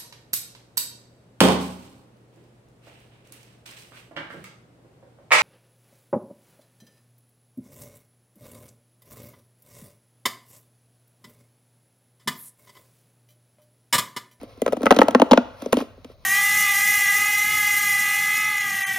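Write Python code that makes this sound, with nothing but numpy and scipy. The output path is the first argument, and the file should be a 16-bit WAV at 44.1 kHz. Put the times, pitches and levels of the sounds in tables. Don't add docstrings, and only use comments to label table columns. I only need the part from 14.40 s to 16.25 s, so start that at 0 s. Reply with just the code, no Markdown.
import sys
import numpy as np
from scipy import signal
from scipy.fft import rfft, irfft
from scipy.io import wavfile

SR = 44100
rng = np.random.default_rng(int(sys.argv[2]) if len(sys.argv) > 2 else 0)


def to_wav(s):
    ch = np.atleast_2d(s).T
    pcm = np.round(np.clip(ch, -1, 1) * 32767)
    wavfile.write(sys.argv[1], SR, pcm.astype(np.int16))


def voltage_ratio(decibels):
    exponent = np.asarray(decibels, float) / 20
    return 10 ** exponent


N = 81585


def evened(x):
    return x / np.sqrt(np.mean(x ** 2) + 1e-20)


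def read(points, hz):
    f, value = np.transpose(points)
    return np.interp(np.log(hz + 1), np.log(f + 1), value)


def level(curve):
    s, db = np.transpose(curve)
    return voltage_ratio(np.interp(np.arange(N) / SR, s, db))


def coloured(x, points):
    hz = np.fft.rfftfreq(x.shape[-1], 1 / SR)
    return irfft(rfft(x) * voltage_ratio(read(points, hz)), x.shape[-1])


def add(mix, s, sound):
    part = mix[:, round(s * SR):][:, :sound.shape[1]]
    part += sound[:, :part.shape[1]]


def ports(x):
    # (frequency [Hz], lead [rad])
    port_lead = [(0, -0.5), (1120, 1.2), (1890, -1.76), (2410, 0.44), (2930, 2.5), (3190, 1.04),
                 (4910, 0.43), (6720, 2), (9220, 4.5), (10400, 7), (12100, 7.5), (13100, 7.5),
                 (15700, 10.5), (16700, 13)]
    lead = read(port_lead, np.fft.rfftfreq(x.shape[1], 1 / SR)) * np.array([[.5], [-.5]])
    return irfft(rfft(x) * np.exp(1j * lead), x.shape[1])


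def air():
    # (frequency [Hz], relative level [dB per Hz])
    air_colour = [(15, -50), (25, -6), (108, 2), (137, -4), (180, -15), (988, -44), (3250, -53),
                  (3920, -25), (5730, -43), (6560, -35), (7110, -57.5), (16000, -42.5)]
    # (frequency [Hz], likeness [0 to 1])
    air_likeness = [(30, 0.39), (200, 1), (1000, 0.54), (8000, 0.82)]
    air_db, hum_hz, hum_peak_db = -54, 99.5, -60
    left, other = rfft(rng.standard_normal((2, N)))
    same = np.clip(read(air_likeness, np.fft.rfftfreq(N, 1 / SR)), 0, 1)
    right = same * left + np.sqrt(1 - same ** 2) * other
    noise = coloured(irfft(np.array([left, right]), N), air_colour)
    hum = np.sin(2 * np.pi * hum_hz * np.arange(N) / SR)
    return voltage_ratio(air_db) * evened(noise) + voltage_ratio(hum_peak_db) * hum


def grains(per_s, spread_db):
    size = voltage_ratio(spread_db * np.minimum(rng.exponential(1, N), 4)) * rng.choice([-1, 1], N)
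    return size * (rng.random(N) < per_s / SR)


def crackle(count=8):
    # (time [s], level [dB])
    crackle_level = [(0, -51.5), (.2, -54.5), (.25, -42.5), (.4, -50.5), (.45, -27.5), (.55, -51),
                     (.64, -43), (.72, -33.5), (.86, -34.5), (1.0, -41), (1.18, -61), (1.23, -41),
                     (1.31, -45), (1.38, -36), (1.42, -37), (1.46, -56), (1.55, -59.5), (1.7, -57),
                     (1.85, -62.5)]
    clicks = evened(grains(per_s=700, spread_db=2.5)) * level(crackle_level)
    which = rng.integers(0, count, N)
    out = 0
    for k in range(count):
        shape = pop(second_db=7, lowest_db=-5.5, upper_db=-6, crack_db=-19.5,
                    pitch=1, best_hz=1100, bright_db=0)
        shape = shape / np.linalg.norm(shape[0])
        out = out + signal.oaconvolve((clicks * (which == k))[None], shape, axes=1)
    return out[:, :N]


def rub():
    # (time [s], level [dB])
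    rub_level = [(0, -57), (.04, -51), (.065, -63), (.1, -55), (.16, -60.5), (.2, -56.5), (.4, -57.5),
                 (.46, -46.5), (.64, -63), (.72, -57), (1.0, -71.5), (1.16, -58.5), (1.22, -47),
                 (1.31, -55.5), (1.34, -48.5), (1.365, -48), (1.375, -36), (1.42, -42), (1.44, -55),
                 (1.5, -73), (1.69, -61), (1.72, -56), (1.76, -72.5), (1.85, -59.5)]
    # (frequency [Hz], relative level [dB per Hz])
    rub_colour = [(410, -41), (700, -6), (811, -17), (1070, -7.5), (1640, -21), (2120, -15), (5540, -22),
                  (7140, -37.5), (9200, -28), (15500, -33), (17000, -60)]
    apart = .4
    both, left, right = (grains(per_s=5000, spread_db=-1.5) for _ in range(3))
    sliding = coloured(both + apart * np.array([left, right]), rub_colour)
    return level(rub_level) * evened(ports(sliding))


def ring(tones, pitch, best_hz=None):
    size = 8192
    rise_cycles, lag_cycles, lag_knee_hz = 0.59, 1.4, 232
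    cutoff_hz = 203.6
    scatter, scatter_db = .03, 3.5
    favour_db_per_octave = 7.5
    hz, db, t60, pan_db, lead = np.transpose(tones)[:, :, None]
    if best_hz:
        db = db - favour_db_per_octave * abs(np.log2(hz / best_hz))
    luck = rng.standard_normal((2, len(tones), 1))
    t = np.arange(size) / SR
    side = np.array([.5, -.5])[:, None, None]
    hz = hz * pitch * (1 + scatter * luck[0])
    swell = 1 - np.exp(-t * hz / rise_cycles)
    fade = voltage_ratio(db + scatter_db * luck[1] + side * pan_db - 60 * t / t60)
    wave = (swell * fade * np.sin(2 * np.pi * hz * t + side * lead)).sum(axis=1)
    wave = signal.sosfilt(signal.butter(6, cutoff_hz, "high", fs=SR, output="sos"), wave)
    f = np.fft.rfftfreq(size, 1 / SR) + lag_knee_hz
    wave = irfft(rfft(wave) * np.exp(-2j * np.pi * lag_cycles * np.log(f)), size)
    wave = wave[:, :size * 3 // 4]
    return wave / abs(wave.mean(axis=0)).max()


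def crack(bright_db):
    # (frequency [Hz], relative level [dB per Hz])
    crack_colour = [(880, -7), (1500, -23), (2930, -1.5), (3180, -7), (5130, -16.5), (5910, -12.5),
                    (7170, -17.5), (9820, -20), (13700, -27.5), (15200, -12.5), (17000, -52.5)]
    snap_t60_s, rise_s, rattle_db, rattle_t60_s = 0.014, 0.00043, -12.5, 0.067
    ticks_db = 6
    apart = .3
    t = np.arange(2048) / SR
    ticks = np.repeat(voltage_ratio(ticks_db * rng.standard_normal(128)), 16)
    noise = rng.standard_normal((2, 3, 2048))
    snap, rattle = noise[:, :1] + apart * noise[:, 1:]
    snap = snap * ticks * voltage_ratio(-60 * t / snap_t60_s)
    rattle = coloured(rattle, [(2000, 2.5), (10000, -24.5)])
    rattle = rattle * voltage_ratio(rattle_db - 60 * t / rattle_t60_s)
    burst = (snap + rattle) * (1 - np.exp(-t / rise_s))
    burst = np.pad(burst, ((0, 0), (64, 0)))
    burst = ports(coloured(burst, crack_colour))
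    burst /= np.sqrt((burst[:, 64:192] ** 2).mean())
    return coloured(burst, [(4970, 0), (8400, bright_db)])[:, 64:]


def pop(second_db, lowest_db, upper_db, crack_db, pitch, best_hz, bright_db):
    # (frequency before pitch factor and scatter [Hz], relative level [dB], t60 [s],
    # left minus right [dB], left lead [rad])
    lowest_tones = [(252.1, -2.5, 0.067, 0.1, .01), (284.3, -3.5, 0.061, -1.3, .01)]
    second_tones = [(540, 7, 0.016, 1.5, 0.23), (645.3, -5.5, 0.027, 3, -.1),
                    (522.7, -12.5, 0.038, 2.8, .1)]
    upper_tones = [(926, 12, 0.018, 0.56, -0.99), (1090, 3.5, 0.021, -.5, 0.0082),
                   (1214, -1, 0.018, -.5, -0.25), (1371.4, 0.5, 0.041, -.5, -0.7),
                   (1580, 0, 0.019, -0.79, -0.84), (1964, -4.5, 0.035, -1, .2)]
    out = voltage_ratio(second_db) * ring(second_tones, pitch)
    out = out + voltage_ratio(lowest_db) * ring(lowest_tones, 1)
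    out = out + voltage_ratio(upper_db) * ring(upper_tones, 0.96, best_hz)
    add(out, 0, voltage_ratio(crack_db) * crack(bright_db))
    return out


def room(x):
    # (frequency [Hz], t60 [s])
    room_t60 = [(150, 0.42), (300, 0.37), (600, 0.5), (1400, 0.76), (3700, 0.6), (9000, 0.43)]
    same = 0.63
    taps = np.zeros((3, SR))
    at = np.arange(300, SR - 20, 20) + rng.integers(0, 20, (3, (SR - 301) // 20))
    np.put_along_axis(taps, at, rng.choice([-1., 1.], at.shape), 1)
    hz, t, z = signal.stft(same * taps[0] + (1 - same) * taps[1:], SR, nperseg=512)
    z = z * voltage_ratio(-60 * t / read(room_t60, hz)[:, None])
    tail = signal.istft(z, SR, nperseg=512)[1]
    return signal.fftconvolve(x, tail / np.linalg.norm(tail[0]), axes=1)[:, :N]


def scene():
    # (time [s], second tone [dB], lowest tones [dB], upper tones [dB], crack [dB],
    # pitch factor of the second tone [ratio], upper tone that the rib drives best [Hz],
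    # crack brightness [dB])
    rib_pops = [(0.013, -66, -35.5, -44, -51, 1.8, 1200, 5.5), (0.031, -27, -31.5, -50, -59, 0.77, 851, 22),
                (0.175, -39, -42.5, -52, -62.5, 0.72, 1090, 7),
                (0.218, -8, -18.5, -26.5, -29.5, 0.86, 1460, 9),
                (0.262, -8.5, -29, -15.5, -28, 0.98, 1030, 0.8),
                (0.278, -10.5, -33, -17.5, -32, 0.97, 1090, -0.4),
                (0.287, -30, -27, -39, -46, 1.01, 1348, 0.7),
                (0.323, -15, -21, -22.5, -35.5, 1.08, 1394, 7), (0.33, -6.5, -26, -26, -35, 0.96, 1020, 3),
                (0.368, -19, -21.5, -29.5, -42.5, 1.12, 1000, 6.7),
                (0.407, -19, -24, -38, -47, 0.82, 975, -1), (0.419, -32.5, -39, -28, -44, 1.06, 980, 5.5),
                (0.431, -13, -14.5, -23.5, -33.5, 1.01, 1360, 3.3),
                (0.457, -8, -13, -14, -24.5, 1.05, 1378, 0.6), (0.466, -7, -18, -2, -19, 1.01, 1340, -6),
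                (0.507, -3, -30, 1, -16, 1.04, 1124, -2), (0.512, 2.5, -7, -8, -16.5, 1.04, 851, 2.6),
                (0.523, -3.5, -31.5, -6.5, -20.5, 1.19, 1017, -3.7),
                (0.545, -26, -27, -31.5, -33, 0.62, 960, 1.5),
                (0.564, -9, -14.5, -21.5, -25.5, 0.91, 1007, 0.3),
                (0.588, -0.5, -4.5, -6, -16, 1.05, 1010, -6.5),
                (0.607, -17, -15.5, -23.5, -29, 1.15, 1010, -2.7),
                (0.616, 2, -35.5, 1.5, -22, 1.01, 933, -0.5),
                (0.631, -15.5, -14, -46.5, -34.5, 1.01, 980, 2.3),
                (0.683, -3.5, -18.5, -16, -23.5, 1.164, 1340, -0.8),
                (0.708, -37.5, -26.5, -27.5, -31, 0.64, 851, 2), (0.748, 0, -6, -3, -17, 1.01, 895, -5.5),
                (0.798, -6.5, -13, -16.5, -23, 1.2, 931, -5.8),
                (0.818, 1.5, -6, -1.5, -17.5, 1.03, 907, -5.2),
                (0.911, -4, -12, -8.5, -18, 1.14, 877, -4.7),
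                (0.916, -8.5, -2.5, -3, -15, 0.72, 880, -10.2),
                (0.932, 4, -19.5, -1.5, -16, 1.032, 920, -5.8),
                (0.955, -28.5, -23.5, -39.5, -43.5, 1.01, 969, -13),
                (0.975, 0.5, -7, -4.5, -17.5, 1.034, 947, -12.5),
                (0.991, -20.5, -30, -36.5, -51.5, 1.25, 851, -11),
                (1.22, -26, -27, -32, -40, 1.06, 920, 8.5), (1.26, -14, -25.5, -34, -37, 0.83, 955, -3),
                (1.325, -18, -23, -34.5, -25.5, 0.93, 886, 0.1),
                (1.328, -2.5, -14.5, -8, -18.5, 0.95, 1030, 4.9),
                (1.341, -49, -20.5, -23.5, -31.5, 1.3, 1363, 2.5),
                (1.369, -9, -12, -24, -25.5, 0.9, 960, 1.5), (1.388, -20, -35.5, -29, -35, 1.1, 1010, 0.1),
                (1.404, -30.5, -20.5, -24, -39, 1.24, 1030, 0.1),
                (1.412, -40, -39, -35, -38, 0.75, 1120, -1), (1.421, -19.5, -28.5, -39, -49, 0.82, 1360, 8),
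                (1.577, -39.5, -45.5, -67.5, -66.5, 0.79, 1072, 2),
                (1.646, -32.5, -35, -39.5, -40, 0.91, 1076, -1.5),
                (1.698, -35.5, -52, -52.5, -61, 0.8, 1090, 2.2)]
    room_db = -19.5
    tube = crackle() + rub()
    for s, *how in rib_pops:
        add(tube, s, pop(*how))
    return tube + voltage_ratio(room_db) * room(tube) + air()


def roll_off(x):
    return signal.sosfilt(signal.butter(12, 17140, fs=SR, output="sos"), x)


def record(dry):
    lowpass = signal.firwin(255, 16600, window=("kaiser", 9), fs=SR)
    x = signal.oaconvolve(dry, lowpass[None], "same")
    mix = np.clip(x, -1, 1)
    return roll_off(mix)


dry = scene()
out = record(dry)
to_wav(out)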